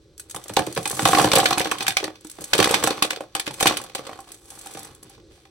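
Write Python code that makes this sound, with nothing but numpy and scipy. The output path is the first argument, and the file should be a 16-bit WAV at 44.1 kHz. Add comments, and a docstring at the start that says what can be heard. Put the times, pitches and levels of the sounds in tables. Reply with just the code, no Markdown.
"""Rough stones slide out of a wicker basket into a thin plastic pot on a stone counter, close to a phone.
Each blow is a noise flurry with a clean push that drives resonant modes: the pot rings near the struck spot,
the counter thumps, and stones crack on each other. Random grains over a smooth scrape make grit and wicker
rustle between the blows; decaying bands of noise answer as a small kitchen over an appliance rumble."""
import sys
import numpy as np
from scipy import signal
from scipy.fft import rfft, irfft
from scipy.io import wavfile
from scipy.ndimage import uniform_filter1d

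SR = 44100
rng = np.random.default_rng(int(sys.argv[2]) if len(sys.argv) > 2 else 0)


def to_wav(s):
    """Save 16-bit WAV."""
    ch = np.atleast_2d(s).T  # columns
    pcm = np.round(np.clip(ch, -1, 1) * 32767)  # PCM
    wavfile.write(sys.argv[1], SR, pcm.astype(np.int16))


N = 242942  # length in samples

# stones landing on the pot: (t/s, level/dB, pitch of the struck spot f/Hz)
KNOCKS = [(.345, -25, 740), (0.364, -26, 670), (.457, -35.5, 460), (0.496, -23.5, 453), (.570, -8, 666),
          (.592, -12, 386), (.670, -21.5, 323), (.714, -36.5, 320), (.766, -19.5, 650), (.775, -13.5, 664),
          (0.857, -16.5, 910), (0.906, -23.5, 670), (.927, -22.5, 700), (0.971, -30, 550), (.993, -14, 635),
          (1.019, -22.5, 460), (1.055, -3.5, 940), (1.072, -14, 690), (1.088, -11, 694),
          (1.110, -20.5, 640), (1.131, -5.5, 900), (1.147, -10, 860), (1.172, -9.5, 880), (1.184, -6, 990),
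          (1.196, -8, 756), (1.212, -9, 740), (1.224, -19, 680), (1.244, -4, 636), (1.273, -13.5, 563),
          (1.316, -13.5, 930), (1.335, -8.5, 600), (1.355, -9.5, 580), (1.372, -6.5, 590),
          (1.392, -6.5, 665), (1.431, -13.5, 790), (1.454, -12.5, 650), (1.493, -21.5, 543),
          (1.508, -12, 810), (1.526, -14.5, 910), (1.553, -27, 765), (1.575, -11.5, 860),
          (1.604, -9.5, 735), (1.656, -14, 885), (1.671, -22, 880), (1.716, -11.5, 960),
          (1.751, -24.5, 1030), (1.806, -21.5, 780), (1.845, -26.5, 780), (1.881, -17, 830),
          (1.969, -19.5, 980), (2.004, -28.5, 505), (2.028, -19.5, 510), (2.042, -18.5, 575),
          (2.078, -25, 540), (2.102, -35, 477), (2.248, -34, 332), (2.385, -28, 493), (2.415, -31.5, 394),
          (2.531, -13.5, 790), (2.548, -14.5, 500), (2.590, -6.5, 460), (2.601, -6, 620),
          (2.624, -12.5, 715), (2.656, -16, 614), (2.672, -14, 605), (2.707, -14, 420), (2.739, -11.5, 920),
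          (2.781, -26, 520), (2.826, -15, 620), (2.84, -10, 483), (2.873, -9, 770), (2.906, -16.5, 496),
          (2.977, -20.5, 500), (2.803, -26.5, 500), (3.022, -15.5, 980), (3.046, -20.5, 460),
          (3.106, -23, 1200), (3.128, -27.5, 570), (3.171, -28, 515), (3.206, -23.5, 560),
          (3.352, -16.5, 880), (3.396, -26, 1110), (3.475, -19, 500), (3.506, -28.5, 755),
          (3.607, -15.5, 880), (3.626, -11, 567), (3.657, -8.5, 870), (3.708, -13, 496),
          (3.774, -24.5, 1010), (3.799, -31.5, 950), (3.814, -30.5, 494), (3.841, -34, 560),
          (3.951, -20.5, 613), (3.991, -25.5, 560), (4.067, -29.5, 895), (4.092, -29, 600),
          (4.128, -33, 1020), (4.189, -32.5, 930), (3.898, -41, 580), (4.273, -41.5, 604),
          (4.305, -40, 413), (4.518, -42.5, 820), (4.573, -40, 800), (4.660, -31, 720), (4.694, -43.5, 784),
          (4.750, -31, 397), (4.771, -33, 620), (4.849, -36, 840), (5.028, -44, 470), (4.888, -43, 590),
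          (5.099, -45.5, 700), (5.179, -45, 364), (5.309, -47, 621.4), (5.376, -50, 790),
          (5.454, -44.5, 865)]


def undb(db):
    """Turn decibels into amplitude gain."""
    return 10 ** (np.asarray(db) / 20)


def fade(t60):
    """Give the amplitude gain per sample of a 60 dB decay over t60 seconds."""
    return np.exp(-np.log(1000) / (t60 * SR))


def ears(alike, size=N):
    """Make stereo noise whose two sides correlate by alike (0-1), from a mid and a side noise."""
    mid, side = rng.standard_normal((2, size))
    alike = np.clip(alike, 0, 1)
    opposed = side * np.array([[1], [-1]])
    return np.sqrt((1 + alike) / 2) * mid + np.sqrt((1 - alike) / 2) * opposed


def colour(x, points):
    """Shape a spectrum by (f/Hz, gain/dB) points, interpolated along log frequency."""
    hz, db = np.transpose(points)
    f = np.maximum(np.arange(N // 2 + 1) * SR / N, 1)
    gain = undb(np.interp(np.log(f), np.log(hz), db))
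    return irfft(rfft(x) * gain, N)


def hum():
    """A low appliance rumble: coloured noise, nearly mono, whose level wavers a little."""
    # rumble spectrum before levelling: (f/Hz, relative density/dB)
    rumble_spectrum = [(15, -24.5), (25, -4), (59, -3), (125, -6), (207, -18), (293, -14), (326, -3),
                       (363, -7.5), (573, -15.5), (637, -29.5), (790, -32.5), (2780, -40), (4040, -29.5),
                       (8550, -41), (15000, -63)]
    level_db = -55  # RMS of the rumble
    step = SR // 6
    held = np.repeat(rng.standard_normal(N // step + 1), step)[:N]
    waver = uniform_filter1d(held, step)
    x = colour(ears(0.95), rumble_spectrum) * undb(2.0 * waver)
    return x * undb(level_db) / np.sqrt(np.mean(x ** 2))


def kitchen(x):
    """Dense echoes: noise bands that swell over a few milliseconds, then decay, longest in the bass."""
    # echo bands: (centre f/Hz, t60/s, level/dB, likeness of the two sides 0-1)
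    echo_bands = [(150, 0.9, -14, 1), (390, 0.2, -7.5, 0.7), (926, 0.23, -9.5, 0.7),
                  (2700, 0.1, -4.5, 0.96), (6050, 0.092, -7, 0.4), (12000, 0.064, -11, 0.3)]
    n = np.arange(SR // 2)
    swell = 1 - np.exp(-n / (0.0042 * SR))
    echo = 0
    for hz, t60, db, alike in echo_bands:
        band = signal.butter(2, [hz / 1.6, hz * 1.6], "bandpass", fs=SR, output="sos")
        tail = ears(alike, len(n)) * fade(t60) ** n * swell
        level = undb(db) * np.sqrt(1 - fade(t60) ** 2)  # long tails start quieter
        echo = echo + level * signal.sosfilt(band, tail)
    return signal.fftconvolve(x, echo, axes=1)[:, :N]


def rustle():
    """Grit and wicker: tiny random knocks over a smooth scrape, with the power that slides in each layer."""
    # sliding over time: (t/s, level/dB, pot against it/dB, treble against it/dB)
    slide_curve = [(0, -73, -10, -10), (.16, -72.5, 0.5, -6), (.5, -55, 0.5, 0.5), (.74, -50.5, -16, -3),
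                   (0.931, -48, -3, 10), (1.2, -29, 1, 0.5), (1.3, -40, 4, -3.5), (1.38, -36, 8, 1),
                   (1.9, -48, -4, -21), (2.18, -61, -11, -19.5), (2.3, -59.5, -9, -0.5),
                   (2.48, -53, -0.5, 1.5), (2.72, -32, 4, -9.5), (3.1, -52.5, 0, -14), (3.31, -63, -5, -16),
                   (3.55, -53, -0.5, 2), (3.699, -39.5, 8, -6.5), (3.92, -58.5, -1.5, -15),
                   (4.1, -53, 8.5, -9), (4.22, -64.5, 3, -0.5), (4.3, -55, -2.5, -3), (4.4, -65.5, -2, 5),
                   (4.52, -55.5, 0, 6), (4.82, -51, -0.5, -2), (5.0, -66.5, 2.5, -3), (5.12, -57, -8, -9.5),
                   (5.24, -73, -3, -20), (5.34, -61, -9, -3.5), (5.51, -68, -4.5, -8)]
    grit_per_s, grit_spread_db, scrape_share = 790, 3, 0.24
    counter_db = -11  # counter against the sliding level
    t, level_db, pot_db, treble_db = np.transpose(slide_curve)
    hits = rng.random(N) < grit_per_s / SR
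    grit = hits * undb(grit_spread_db * rng.exponential(size=N)) ** 2
    grain = scrape_share + (1 - scrape_share) * grit / grit.mean()
    now = np.arange(N) / SR
    layers = (pot_db, 0, treble_db, counter_db)  # pot, stones, treble, counter
    return grain, [undb(np.interp(now, t, level_db + db)) ** 2 for db in layers]


def settle(s, db):
    """Loosened grit: each blow adds power that trickles away exponentially."""
    settle_db, settle_t60_s = -22.5, 0.21
    power = np.zeros(N)
    np.add.at(power, (s * SR).astype(int), undb(db + settle_db) ** 2)
    return signal.lfilter([1], [1, -fade(settle_t60_s) ** 2], power)


def strike(modes, s, db, hz, bed, reach, rise_s, t60, alike, push_db, tilt):
    """A swelling flurry of rough contacts plus one clean push rings the modes near each blow's pitch.

    reach is in octaves; bed is the rustle power that feeds the same modes, coloured by tilt.
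    """
    favour_db, contact_cycles = 3.0, .3
    f, mode_db = np.array(modes)[:, 0], np.array(modes)[:, 1]
    gain = undb(mode_db) ** 2
    octaves_off = np.log2(f[:, None] / hz)
    share = gain[:, None] * (np.exp(-(octaves_off / reach) ** 2) + 0.067)
    # each stone lands its own way and favours other modes
    share = share * undb(favour_db * rng.standard_normal((len(s), len(f))).T) ** 2
    share = share / share.sum(axis=0) * undb(db) ** 2
    # most modes start the same way, a few against it
    sign = np.sign(rng.standard_normal(share.shape[::-1]).T + .9)
    push = undb(push_db) * np.sqrt(share) * sign
    bed_share = gain * (f / f.mean()) ** tilt
    bed_share = bed_share / bed_share.sum()
    rise, fall = np.exp(-1 / (rise_s * SR)), fade(t60) ** 2
    swell_poles = np.poly([rise, rise, fall])
    # the contact force jumps about once a millisecond
    jumps = undb(2.38 * np.repeat(rng.standard_normal(N // 40 + 1), 40)[:N])
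    rough = ears(alike) * jumps / np.sqrt(np.mean(jumps ** 2))
    at = (s * SR).astype(int)
    out = 0
    for k, (mode_hz, _, ring_t60) in enumerate(modes):
        power = bed * (1 - fall) * bed_share[k]
        np.add.at(power, at, share[k])
        power = signal.lfilter([(1 - rise) ** 2], swell_poles, power + 1e-18)
        flurry = np.sqrt(power + 1e-18)
        clean = np.full(N, 1e-18)
        np.add.at(clean, at + int(2 * rise_s * SR), push[k])
        # a push lasts part of a cycle
        clean = uniform_filter1d(clean, size=max(int(contact_cycles * SR / mode_hz), 1))
        r, w = fade(ring_t60), 2 * np.pi * mode_hz / SR
        poles = [1, -2 * r * np.cos(w), r * r]
        out = out + signal.lfilter(np.sqrt(1 - r) * np.array([1, 0, -1]), poles, flurry * rough)
        out = out + signal.lfilter([np.sin(w)], poles, clean)
    return out


def counter_thumps(grain, sliding):
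    """The stone counter's low modes answer every knock a little, the blows through the pot's floor, and the pot
    shifting on the counter late on."""
    # counter modes: (f/Hz, level/dB, t60/s)
    counter_modes = [(60, -22.5, 0.27), (91, 1.5, 0.065), (124, 12, 0.11), (168, 6, .07)]
    # blows that reach the counter through the pot's floor, and late on the pot shifting on the counter: (t/s,
    # level/dB)
    thuds = [(0.343, -33), (.495, -25), (0.593, -20.5), (0.668, -23.5), (0.773, -17), (0.926, -23.5),
             (1.02, -13.5), (1.088, -18.5), (1.195, -15.5), (1.245, -13.5), (1.355, -15), (1.398, -24.5),
             (1.492, -24.5), (1.882, -29), (2.043, -34), (2.395, -29.5), (2.548, -24.5), (2.592, -16),
             (2.730, -23.5), (2.828, -24.5), (3.495, -31), (3.657, -19), (3.991, -38), (4.750, -34),
             (4.783, -35.5), (4.818, -42), (4.888, -37), (5.048, -37), (5.181, -46)]
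    thump_db, cushion_db_per_s = -22, 3.5  # knocks thump less as the stones pile up
    s, db, _ = np.transpose(KNOCKS)
    thud_s, thud_db = np.transpose(thuds)
    db = np.append(db + thump_db - cushion_db_per_s * s, thud_db)
    s = np.append(s, thud_s)
    thumps = strike(counter_modes, s, db, 140, grain * sliding, reach=3, rise_s=0.0076,
                    t60=0.021, alike=0.98, push_db=-17.0, tilt=.1)
    return signal.sosfilt(signal.butter(3, 55, "highpass", fs=SR, output="sos"), thumps)


def cracks_and_creaks():
    """List the bright blows: stone on stone, and wicker ticks as the basket flexes."""
    # stone on stone: (t/s, level/dB, pitch f/Hz, treble tick against the crack/dB)
    cracks = [(0.346, -43.5, 2960, 15.5), (0.361, -33, 3910, 6.5), (.494, -36.5, 2480, 1),
              (.566, -10, 3590, -14), (0.59, -21, 2640, -3.5), (.665, -30, 2990, 0),
              (0.762, -26, 4400, -21), (0.774, -24.5, 1970, -2), (0.855, -21, 2630, -3),
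              (0.992, -22.5, 2920, -9.5), (1.02, -27.5, 2265, -1), (1.053, -10.5, 3460, -5.5),
              (1.074, -17.5, 2520, 0.5), (1.085, -20, 2750, 1.5), (1.120, -23, 2770, -8.5),
              (1.149, -12.5, 1830, -21), (1.184, -16.5, 3400, -1), (1.197, -16.5, 2560, -10.5),
              (1.214, -24.5, 2890, 7), (1.242, -17, 3200, -6.5), (1.254, -22, 3250, -1),
              (1.286, -27.5, 3530, -11), (1.316, -13, 3300, -11), (1.333, -13.5, 3730, -3.5),
              (1.354, -15.5, 4780, 8), (1.361, -9, 3100, -12.5), (1.382, -20.5, 3370, 6),
              (1.4, -14.5, 3120, -8), (1.441, -27.5, 2710, 2), (1.457, -6, 2260, -21.5),
              (1.485, -26.5, 3700, 2), (1.506, -16, 3810, -7.5), (1.528, -15.5, 3490, -21),
              (1.580, -17.5, 2300, -0.5), (1.596, -18, 2770, -4), (1.613, -17.5, 2280, -8.5),
              (1.645, -21, 4580, -17), (1.670, -27.5, 2530, -9.5), (1.713, -16, 2510, -3),
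              (1.783, -27, 2850, -3.5), (1.806, -20, 2670, -17.5), (1.826, -25, 3600, -2.5),
              (1.866, -17.5, 2700, -12), (1.880, -11.5, 2660, -1), (1.905, -22.5, 2420, -23),
              (1.92, -27.5, 2360, -6), (1.968, -9.5, 2890, -10.5), (2.001, -26, 2250, -25),
              (2.04, -19.5, 4850, -9), (2.533, -4.5, 2380, -14.5), (2.551, -30.5, 3010, 8),
              (2.579, -13.5, 2930, -6), (2.587, -20, 3500, -4), (2.600, -9, 2850, -10.5),
              (2.626, -10.5, 2140, -8), (2.642, -7.5, 2830, -10.5), (2.674, -33, 2800, 8),
              (2.692, -20, 2640, -10.5), (2.710, -24, 3740, 8.5), (2.742, -7.5, 2670, -8.5),
              (2.775, -28.5, 2540, -9.5), (2.800, -32.5, 3250, -10), (2.837, -17.5, 3260, 6.5),
              (2.864, -20, 2880, -9), (2.872, -23.5, 2260, 6), (2.904, -20.5, 4570, -14.5),
              (2.924, -34.5, 3470, -5.5), (3.023, -9, 2535, -4), (3.045, -23, 3060, -7),
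              (3.105, -16, 2390, -10.5), (3.13, -27, 2370, -14), (3.161, -32, 3330, -14.5),
              (3.35, -20, 2390, -1), (3.364, -25, 2180, -10.5), (3.396, -17.5, 2940, -4),
              (3.465, -25, 2650, -11.5), (3.476, -23.5, 2345, -15.5), (3.508, -33, 3100, -3.5),
              (3.539, -33, 2940, 1), (3.205, -42, 1880, 5.5), (3.600, -23.5, 2500, -1.5),
              (3.606, -16.5, 2210, 2), (3.626, -12, 2980, -3), (3.657, -14, 2860, -4),
              (3.669, -4.5, 2305, -10.5), (3.674, -10, 2700, -7.5), (3.723, -25, 2260, -16),
              (3.769, -19, 2580, -1.5), (3.814, -36, 2240, 4), (3.896, -38, 2530, -13.5),
              (3.949, -19.5, 2840, -2), (3.981, -29.5, 2550, -25.5), (4.067, -33, 2980, -7),
              (4.131, -40.5, 2250, -9), (4.189, -48, 2340, 3.5), (4.669, -38, 2880, 4.5),
              (4.748, -40, 2800, 1), (5.452, -48.5, 2530, -26)]
    # wicker ticks: (t/s, level/dB)
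    creaks = [(.178, -50.5), (0.196, -37), (0.297, -42), (.309, -38.5), (0.438, -43), (.481, -43.5),
              (.535, -36.5), (0.725, -41), (0.748, -40.5), (.829, -41.5), (.875, -28.5), (.897, -32),
              (.912, -30), (.948, -39), (.967, -40), (2.208, -58), (2.246, -47), (2.268, -47),
              (2.297, -42.5), (2.313, -46), (2.407, -42), (2.417, -41), (2.440, -35.5), (3.838, -44.5),
              (4.203, -49), (4.317, -42.5), (4.343, -46.5), (4.502, -42.5), (4.588, -44.5), (4.612, -46.5),
              (4.658, -45.5), (4.710, -46), (4.736, -45.5), (4.772, -50), (4.791, -42.5), (4.829, -44),
              (4.847, -43.5), (4.948, -54), (5.028, -47), (5.095, -50.5)]
    creak_hz, creak_tick_db = 4500, 9.5
    wicker = [(s, db, creak_hz, creak_tick_db) for s, db in creaks]
    return np.transpose(list(cracks) + wicker)


def stone_cracks(grain, sliding):
    """Stone contacts and wicker ticks ring short, bright modes, with grit settling after them."""
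    # stone modes: (f/Hz, level/dB, t60/s)
    stone_modes = [(1645, 15.5, 0.0073), (2314, 18, 0.0021), (2490, -5.5, 0.057), (2650, 0, 0.005),
                   (3038, 7.1, 0.013), (3457, 14.5, 0.005), (4320, 8, 0.0042), (4070, 4, 0.0044),
                   (5200, -3, 0.0039), (5790, -0.7, 0.025)]
    s, db, hz, _ = cracks_and_creaks()
    return strike(stone_modes, s, db, hz, grain * (sliding + settle(s, db)), reach=0.33,
                  rise_s=0.000607, t60=0.025, alike=0.022, push_db=-2, tilt=1.9)


def treble_ticks(grain, sliding):
    """The same cracks and wicker ticks excite very short treble modes at their own level."""
    # treble modes: (f/Hz, level/dB, t60/s)
    tick_modes = [(7160, 2.5, 0.0015), (8350, 5.5, 0.0019), (10030, 4.5, 0.0016), (12500, -11, 0.0073),
                  (15800, -31.5, .003)]
    s, crack_db, _, tick_db = cracks_and_creaks()
    db = crack_db + tick_db
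    return strike(tick_modes, s, db, 9000, grain * (sliding + settle(s, db)), reach=3,
                  rise_s=0.00096, t60=0.024, alike=0.26, push_db=-11.5, tilt=.1)


def pot_knocks(grain, sliding):
    """Stones knock the thin plastic pot, which rings most in the modes near the struck spot's pitch."""
    # pot modes: (f/Hz, level/dB, t60/s)
    pot_modes = [(227, -11, 0.057), (313.7, 4.5, 0.12), (343, 1, 0.089), (389, 4.5, 0.03),
                 (452, 4.5, 0.069), (519, 5, 0.041), (572, -4.5, 0.026), (673, -9.5, 0.033),
                 (726.7, -3.5, 0.2), (785, 6.5, 0.065), (848, -3, 0.059), (963, -4.5, 0.022),
                 (1039, -1.5, 0.028), (1094, 1.5, .03), (1280, -18.5, 0.027), (1375, -27.5, .02)]
    s, db, hz = np.transpose(KNOCKS)
    return strike(pot_modes, s, db, hz, grain * (sliding + settle(s, db)), reach=.35,
                  rise_s=0.000825, t60=0.017, alike=0.78, push_db=-6.5, tilt=0.24)


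def stones():
    """All that the stones set ringing; one stream of grit grains feeds every layer."""
    grain, (pot_slide, stone_slide, treble_slide, counter_slide) = rustle()
    low = counter_thumps(grain, counter_slide) + pot_knocks(grain, pot_slide)
    bright = stone_cracks(grain, stone_slide) + treble_ticks(grain, treble_slide)
    return low + bright


def scene():
    """Mix the stones, their kitchen echoes and the rumble."""
    near = stones()
    return near + kitchen(near) + hum()


def record(dry):
    """Two ports: the right is hotter in the low middle; a shared, shifted treble; soft peaks; cut top."""
    split_hz, lag_s, turn_rad = 6900, 0.0004099, 2.39
    right_db = 3.5  # right against left at the centre of the hump
    shelf_hz, shelf_db, top_hz = 15800, -27, 16900
    f = np.arange(N // 2 + 1) * SR / N
    left, right = rfft(dry)
    # above the split both sides carry one treble, the right side late and turned in phase
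    high = 1 / (1 + (split_hz / (f + 1)) ** 8)
    late = np.exp(1j * (turn_rad - 2 * np.pi * f * lag_s))
    # half of the hump lifts the right, half lowers the left
    hump = np.exp(-(np.log((f + 1) / 1200) / 0.92) ** 2)
    hot = undb(right_db * hump / 2)
    right = np.sqrt(1 - high) * right * hot + np.sqrt(high) * left * late
    out = irfft(np.array([left / hot, right]), N)
    out = np.tanh(1.212 * out) / 1.248
    # the deepest bass falls away and the top steps down
    shelf = np.where(f > shelf_hz, undb(shelf_db), 1) / (1 + (32 / (f + 1)) ** 2)
    out = irfft(rfft(out) * shelf, N)
    return signal.sosfilt(signal.ellip(8, .2, 70, top_hz, fs=SR, output="sos"), out)


dry = scene()
out = record(dry)
to_wav(out)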